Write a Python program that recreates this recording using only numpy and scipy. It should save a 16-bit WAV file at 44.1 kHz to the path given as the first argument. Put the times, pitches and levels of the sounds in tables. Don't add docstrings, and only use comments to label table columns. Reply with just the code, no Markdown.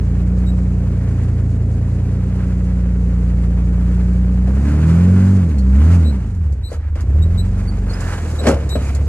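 import sys
import numpy as np
from scipy import signal
from scipy.fft import rfft, irfft
from scipy.io import wavfile
from scipy.ndimage import uniform_filter1d

SR = 44100
rng = np.random.default_rng(int(sys.argv[2]) if len(sys.argv) > 2 else 0)


def store_wav(level_fs):
    pcm = np.round(np.clip(np.atleast_2d(level_fs), -1, 1) * 32767)
    wavfile.write(sys.argv[1], SR, pcm.T.astype(np.int16))


N = 400428
TIME = np.arange(N) / SR
CRAWL_RPM = 1200

STRONG_ORDERS = (3, 4.5, 6, 7.5, 9, 12)
# time_s, exhaust_strength_db, hollowness
ENGINE_LOAD = [(0.0, 2.5, 0.36), (0.45, 1.5, -0.01), (1.2, 2.5, 0.72), (2.05, 1.8, 0.6), (2.8, 0.5, 0.0),
               (4.4, 1.36, -0.1), (4.8, 4.5, 0.13), (5.1, 2.3, -0.07), (5.5, -1.2, -0.19), (5.8, 2, -0.57),
               (6.08, -0.2, -0.46), (6.3, -4.5, 0.52), (6.52, -0.5, 0.41), (6.85, -1.5, -0.19),
               (7.17, 4.5, 0.21), (7.55, -1.5, 0.41), (8.15, -4.5, -0.02), (9.08, 1, 0.14)]
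# middle_s, length_s, scrub_db, sand_db, chatter_hz
TYRE_SLIPS = [(1.15, 0.78, -50.5, -62, 1900), (2.42, .14, -43.5, -61, 1300), (3.957, 0.85, -49, -60, 1530),
              (4.55, .3, -45.5, -58, 1410), (4.69, .2, -39, -51, 1600), (4.895, 0.5, -38.5, -50.5, 1410),
              (5.203, 0.64, -40.5, -52.5, 1450), (5.87, 0.55, -39.5, -51.5, 1370),
              (5.937, .1, -42, -52, 2620), (6.182, .3, -50.5, -71, 1500), (6.737, 0.12, -44.5, -52, 1500),
              (6.849, 0.18, -49, -68, 1720), (6.997, .12, -43, -58, 1200), (7.6, .2, -48.5, -54, 1450),
              (8.089, 0.61, -36, -46, 1600), (8.35, 0.29, -44, -47.5, 1400),
              (8.865, 0.3, -41.5, -46.5, 2360)]
# frequency_hz, level_db
SAND_COLOUR = [(500, -33), (2500, -15.5), (4500, -2.5), (5700, -5), (6800, 0), (8200, -4.5), (11800, -11.5),
               (12800, -27.5), (16000, -21)]


def gain_of(db):
    return 10 ** (np.asarray(db) / 20)


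def summed_db(*levels):
    return 10 * np.log10(sum(gain_of(db) ** 2 for db in levels))


def evened(x):
    return x / np.sqrt(np.mean(x ** 2) + 1e-20)


def curves(rows):
    time_s, *columns = np.transpose(rows)
    return [np.interp(TIME, time_s, column) for column in columns]


def read(points, hz):
    table_hz, value = np.transpose(points)
    return np.interp(np.log(hz + 1), np.log(table_hz + 1), value)


def add(mix, start_s, sound):
    part = mix[max(round(start_s * SR), 0):][:len(sound)]
    part += sound[:len(part)]


def drift(hz):
    response = 1 / (1 + (np.fft.rfftfreq(N, 1 / SR) / hz) ** 4)
    return evened(irfft(rfft(rng.standard_normal(N)) * response, N))


def coloured(x, points, size=4096):
    log_gain = np.log(gain_of(read(points, abs(np.fft.fftfreq(size, 1 / SR)))))
    taps = np.fft.ifft(np.exp(np.conj(signal.hilbert(log_gain)))).real[:size // 2]
    return signal.oaconvolve(x, taps / np.linalg.norm(taps))[:N]


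def scatter(x, t60):
    t = TIME[:SR // 2]
    taps = rng.standard_normal(len(t)) * gain_of(-60 * t / t60)
    return signal.oaconvolve(x, taps / np.linalg.norm(taps))[:N]


def exhaust(turns, rpm, flutter=.02, stumble=0.19, pipe_s=0.00442, spread=.35):
    # speed_rpm, then level_db of each strong order before load
    order_levels = [(500.0, -50.9, -35, -27, -24.5, -17.5, -29.5),
                    (733, -28.5, -36, -12, -24.5, -25.5, -29.5),
                    (949, -10, -21.2, -18.5, -27.7, -32, -24.5),
                    (1200.0, -13.5, -21.5, -24.5, -39.5, -19, -42),
                    (1450.0, -13.5, -30.5, -25, -32, -25, -28), (1667, -13, -25, -13, -30.2, -33, -35),
                    (1900.0, -10, -29.5, -12, -22, -31.5, -35)]
    hollow_changes = (-12, 5, 6, 3.5, -9, 2)
    out = np.zeros(N)
    load_db, hollowness = curves(ENGINE_LOAD)
    speeds, *levels = np.transpose(order_levels)
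    slowing = np.maximum(np.log2(CRAWL_RPM / rpm), 0)
    uneven = 1 + stumble * slowing * drift(14)
    delayed_turns = turns - rpm / 60 * pipe_s
    for order, level_db, hollow_db in zip(STRONG_ORDERS, levels, hollow_changes):
        db = np.interp(rpm, speeds, level_db) + load_db + hollow_db * hollowness
        phase = 2 * np.pi * order * delayed_turns + spread * order ** 2
        out += gain_of(db) * (1 + flutter * drift(31)) * np.cos(phase)
    return uneven * out


def lope(turns, crank_hz, lope_db=-42, speed_db=5, group_db=5, soft_slope_db=3, uneven_db=2,
         waver=0.12, count=58):
    # frequency_hz, level_db
    pipe_colour = [(20, -13), (45, -6), (75, -4), (100, 5.5), (140, 0), (195, 4), (280, -2.5), (335, -16),
                   (410, -9.5), (480, -15.5), (580, -20), (800, -28)]
    out, frame_s, frame_hz = np.zeros(N), TIME[::64], crank_hz[::64]
    octaves = np.log2(frame_hz / np.median(frame_hz))
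    for k in range(2, count):
        order = k / 2
        if order in STRONG_ORDERS:
            continue
        soft_db = soft_slope_db * np.minimum(octaves, 0) * max(order / 6 - 1, 0)
        weight_db = group_db * (k % 3 == 0) + soft_db + uneven_db * rng.uniform(-1, 1)
        pipe_db = read(pipe_colour, order * frame_hz)
        size = gain_of(lope_db + pipe_db + speed_db * octaves + weight_db)
        sway_points = 1 + waver * rng.standard_normal(count)
        sway = np.interp(frame_s, np.linspace(0, TIME[-1], count), sway_points)
        tone = np.cos(2 * np.pi * (order * turns + rng.random()))
        out += np.interp(TIME, frame_s, size * sway) * tone
    return out


def firing(turns, sharp, bank):
    each_firing = sharp * np.cos(2 * np.pi * 3 * turns)
    strong_weak = bank * np.cos(np.pi * 3 * turns)
    return evened(np.exp(each_firing + strong_weak))


def thumps(turns, revs, level_db=-56, per_load_db=3, per_slowing_db=14, full_below=0.98):
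    # frequency_hz, level_db
    thump_colour = [(60, -40), (150, -11.5), (250, 0), (370, -0.5), (550, -12), (1500, -40)]
    slowing = np.minimum(-revs, full_below)
    beats = evened(coloured(firing(turns, sharp=40, bank=.2), thump_colour))
    return gain_of(level_db + per_load_db * curves(ENGINE_LOAD)[0] + per_slowing_db * slowing) * beats


def puffs(turns, puff_db, trim_db=5.0):
    # frequency_hz, level_db
    puff_colour = [(25, -17.5), (60, 5.5), (130, 6), (240, 4), (330, -0.5), (480, -0.5), (700, -8),
                   (1100, -27), (3000, -54.5), (16000, -84)]
    gas = rng.standard_normal(N) * firing(turns, sharp=.36, bank=.12)
    return coloured(gas * gain_of(puff_db + trim_db), puff_colour)


def grains(per_s, spread_db):
    size = gain_of(spread_db * np.minimum(rng.exponential(1, N), 4))
    struck = rng.random(N) < per_s / SR
    return evened(size * rng.standard_normal(N) * struck)


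def grinding(revs, roll_db):
    fan_db = -47 + 7.5 * revs
    crunch_db = -58 + 8.7 * revs
    roll_scrub_db, roll_sand_db = -43, -54.5
    scrub, sand = np.zeros(N), np.zeros(N)
    for middle_s, length_s, scrub_db, sand_db, _ in TYRE_SLIPS:
        swell = signal.windows.hann(int(length_s * SR))
        add(scrub, middle_s - length_s / 2, gain_of(scrub_db) * swell)
        add(sand, middle_s - length_s / 2, gain_of(sand_db) * swell)
    slip_scrub_db, slip_sand_db = 20 * np.log10(np.array([scrub, sand]) + 1e-9)
    return (summed_db(fan_db, roll_scrub_db + roll_db, slip_scrub_db),
            summed_db(crunch_db, roll_sand_db + roll_db, slip_sand_db))


def tyres(turns, scrub_db, sand_db, hiss_db=2, grit_db=-5, patchy_db=1.5):
    # frequency_hz, level_db
    scrub_colour = [(100, -30), (450, -10), (800, 1), (1500, -2), (2300, -6.5), (3200, -12.5), (5000, -20),
                    (16000, -63)]
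    grip_db = patchy_db * drift(22)
    scrub = rng.standard_normal(N) * firing(turns, sharp=.15, bank=.04)
    scrub += .3 * grains(per_s=1200, spread_db=2.5)
    sand = gain_of(hiss_db) * rng.standard_normal(N)
    sand += gain_of(grit_db) * grains(per_s=3300, spread_db=5.5)
    scrubbing = coloured(scrub * gain_of(scrub_db + grip_db), scrub_colour)
    return scrubbing + coloured(sand * gain_of(sand_db + grip_db), SAND_COLOUR)


def squeaks(trim_db=-1, echo_db=-12, glide=.035):
    # start_s, length_s, start_pitch_hz, level_db
    squeak_events = [(0.455, 0.063, 3770, -53.5), (5.571, 0.048, 4270, -54.5), (6.029, 0.095, 3915, -49),
                     (6.625, 0.08, 3914, -48), (6.683, 0.032, 4400, -56), (7.215, 0.036, 3780, -48.5),
                     (7.37, 0.051, 3880, -43), (7.671, 0.038, 4470, -47.5), (7.889, 0.037, 4270, -45.5),
                     (7.93, 0.017, 4870, -43), (8.384, 0.031, 3850, -40), (8.683, 0.097, 3840, -40)]
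    # frequency_hz, level_db
    squeal_colour = [(4000, 5.5), (8000, -6), (11900, -10.5), (13000, -32), (18000, -50)]
    out, waver = np.zeros(N), 1 + .016 * drift(250)
    for start_s, length_s, start_hz, db in squeak_events:
        n = int(length_s * SR)
        pitch_hz = start_hz * np.linspace(1, 1 + glide, n) * waver[int(start_s * SR):][:n]
        phase = 2 * np.pi * np.cumsum(pitch_hz) / SR
        tone = sum(gain_of(read(squeal_colour, k * start_hz)) * np.sin(k * phase) for k in (1, 2, 3))
        add(out, start_s, gain_of(db + trim_db) * tone * signal.windows.tukey(n, .7))
    return out + gain_of(echo_db) * scatter(out, t60=0.4)


def skids(trim_db=-4, width_hz=620):
    out, hz = np.zeros(N), np.fft.rfftfreq(SR, 1 / SR)
    for middle_s, length_s, scrub_db, _, centre_hz in TYRE_SLIPS:
        resonance = 1 / (1 + (2 * (hz - centre_hz) / width_hz) ** 2)
        chatter = evened(irfft(rfft(rng.standard_normal(SR)) * resonance))
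        swell = signal.windows.hann(int(min(length_s, 1) * SR))
        add(out, middle_s - length_s / 2, gain_of(scrub_db + trim_db) * swell * chatter[:len(swell)])
    return out


def bursts(times, levels_db, t60):
    out, t = np.zeros(N), TIME[:SR // 4]
    for start_s, db in zip(times, levels_db):
        add(out, start_s, gain_of(db - 60 * t / t60) * rng.standard_normal(len(t)))
    return out


def clatter(peak_db, ragged_db=3.5, landing_s=8.48, rise_db_per_s=266, fall_db_per_s=175):
    after_s = TIME - landing_s
    shape_db = np.minimum(rise_db_per_s * after_s, -fall_db_per_s * after_s)
    level_db = peak_db + np.maximum(shape_db, -150) + ragged_db * drift(90)
    return gain_of(level_db) * rng.standard_normal(N)


def knocks(thud_trim_db=-1, rattle_trim_db=-1, ring_trim_db=-9):
    # start_s, thud_db, rattle_db
    blow_events = [(4.473, -27.5, -43), (6.717, -28, -46), (6.955, -30.5, -34.5), (8.468, -10.5, -13),
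                   (8.484, -6, -20), (8.754, -17.5, -30)]
    # frequency_hz, relative level_db, t60_s
    body_modes = [(284, -7.5, 0.21), (336, -9, 0.27), (467, 0, 0.22), (505, -14, 0.25), (550, -3.5, 0.14),
                  (596, -16, 0.39), (646, -13, 0.3), (743, -19, 0.21), (980, -32, 0.36),
                  (1260, -17.5, 0.17), (1410, -27, 0.22), (1593, -20, 0.41), (2960, -15.5, 0.15)]
    # frequency_hz, level_db
    thud_colour = [(60, -19.5), (170, 3), (300, 2.5), (600, 2), (850, -12.5), (1400, -16), (3000, -39.5),
                   (16000, -67)]
    # frequency_hz, level_db
    rattle_colour = [(200, -2), (900, 4), (2000, 0), (3500, -7), (7000, -12), (11000, -18), (16000, -45)]
    times, thuds_db, rattles_db = np.transpose(blow_events)
    t = TIME[:SR // 2]
    blows = bursts(times, thuds_db, t60=0.14) + clatter(peak_db=-14)
    ring = sum(gain_of(db - 60 * t / t60) * np.sin(2 * np.pi * hz * t) for hz, db, t60 in body_modes)
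    ringing = signal.oaconvolve(blows, ring / np.linalg.norm(ring))[:N]
    shaken = bursts(times, rattles_db, t60=0.064) + clatter(peak_db=-22)
    thud = gain_of(thud_trim_db) * coloured(blows, thud_colour)
    rattle = gain_of(rattle_trim_db) * coloured(shaken, rattle_colour)
    return thud + gain_of(ring_trim_db) * ringing + rattle


def cracks(trim_db=-7):
    # start_s, level_db
    crack_events = [(5.5842, -40.5), (6.3475, -53), (6.5234, -47), (6.707, -47), (6.728, -44), (7.007, -41),
                    (7.7867, -51), (7.932, -42), (8.0052, -34), (8.4847, -22.5), (8.6907, -35),
                    (8.948, -33)]
    times, levels_db = np.transpose(crack_events)
    return coloured(bursts(times, levels_db + trim_db, t60=0.078), SAND_COLOUR)


def ports(direct, diffuse):
    # frequency_hz, likeness
    port_likeness = [(100, 1), (300, 1.1), (600, 0.7), (1200, 0.76), (2000, 2.5), (4000, 0.52),
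                     (8000, 0.03), (12000, 0.4)]
    # frequency_hz, lead_rad
    left_lead = [(0, 0), (300, .05), (1000, .3), (2500, 1.2), (3500, 2.3), (5200, 2.2), (6600, 3.5),
                 (8800, 2.2), (11000, 1.5), (16000, 2)]
    # frequency_hz, difference_db
    left_tilt = [(60, -.4), (130, -.9), (280, -.4), (520, 1.2), (750, 0), (1200, -4.5), (2400, -3.5),
                 (4400, -2), (8000, -1.4), (14000, -.4)]
    hz = np.fft.rfftfreq(N, 1 / SR)
    same = np.clip(read(port_likeness, hz), 0, 1)
    direct = rfft(direct) * np.sqrt((1 + same) / 2)
    diffuse = rfft(diffuse) * np.sqrt((1 - same) / 2)
    turn = np.exp(.5j * read(left_lead, hz)) * gain_of(read(left_tilt, hz) / 2)
    return irfft(np.array([(direct + diffuse) * turn, (direct - diffuse) / turn]), N)


def scene():
    # time_s, speed_rpm
    engine_speed = [(0.0, 1148), (0.42, 1217), (1.63, 1119), (2.32, 1209), (3.48, 1163), (4.45, 1223),
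                    (5.12, 1853), (5.36, 1923), (5.61, 1256), (5.74, 1312), (5.94, 1786), (6.26, 1041),
                    (6.43, 767), (6.69, 526), (6.96, 500), (7.17, 761), (7.46, 931), (7.83, 965),
                    (8.21, 801), (8.75, 663), (9.08, 724)]
    # time_s, level_db relative to full roll
    roll_back = [(6.9, -34), (7.1, -6.5), (7.8, -5), (7.95, -1), (8.6, 0), (9.08, -1.5)]
    flywheel_s, roll_rumble_db, lope_per_gas = 0.064, -35.5, .45
    rpm = uniform_filter1d(curves(engine_speed)[0], int(flywheel_s * SR), mode="nearest")
    crank_hz = rpm / 60
    turns = np.cumsum(crank_hz) / SR
    revs = np.log2(rpm / CRAWL_RPM)
    roll_db, = curves(roll_back)
    gas_db = -40.5 + 5.9 * revs + curves(ENGINE_LOAD)[0]
    puff_db = summed_db(gas_db, roll_rumble_db + roll_db)
    scrub_db, sand_db = grinding(revs, roll_db)
    effort = gain_of(lope_per_gas * (gas_db - np.median(gas_db)))
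    drone = exhaust(turns, rpm) + effort * lope(turns, crank_hz) + thumps(turns, revs)
    rush, scattered_rush = (puffs(turns, puff_db) + tyres(turns, scrub_db, sand_db) + skids()
                            for _ in range(2))
    chassis = knocks() + gain_of(6.5) * (cracks() + squeaks())
    return ports(drone + rush + chassis, scattered_rush + scatter(chassis, t60=0.056))


def record(dry, edge_hz=15800):
    rounded = dry / (1 + (dry / .95) ** 8) ** (1 / 8)
    low_pass = signal.firwin(511, edge_hz, window=("kaiser", 9), fs=SR)
    return signal.oaconvolve(rounded, low_pass[None], "same")


dry = scene()
out = record(dry)
store_wav(out)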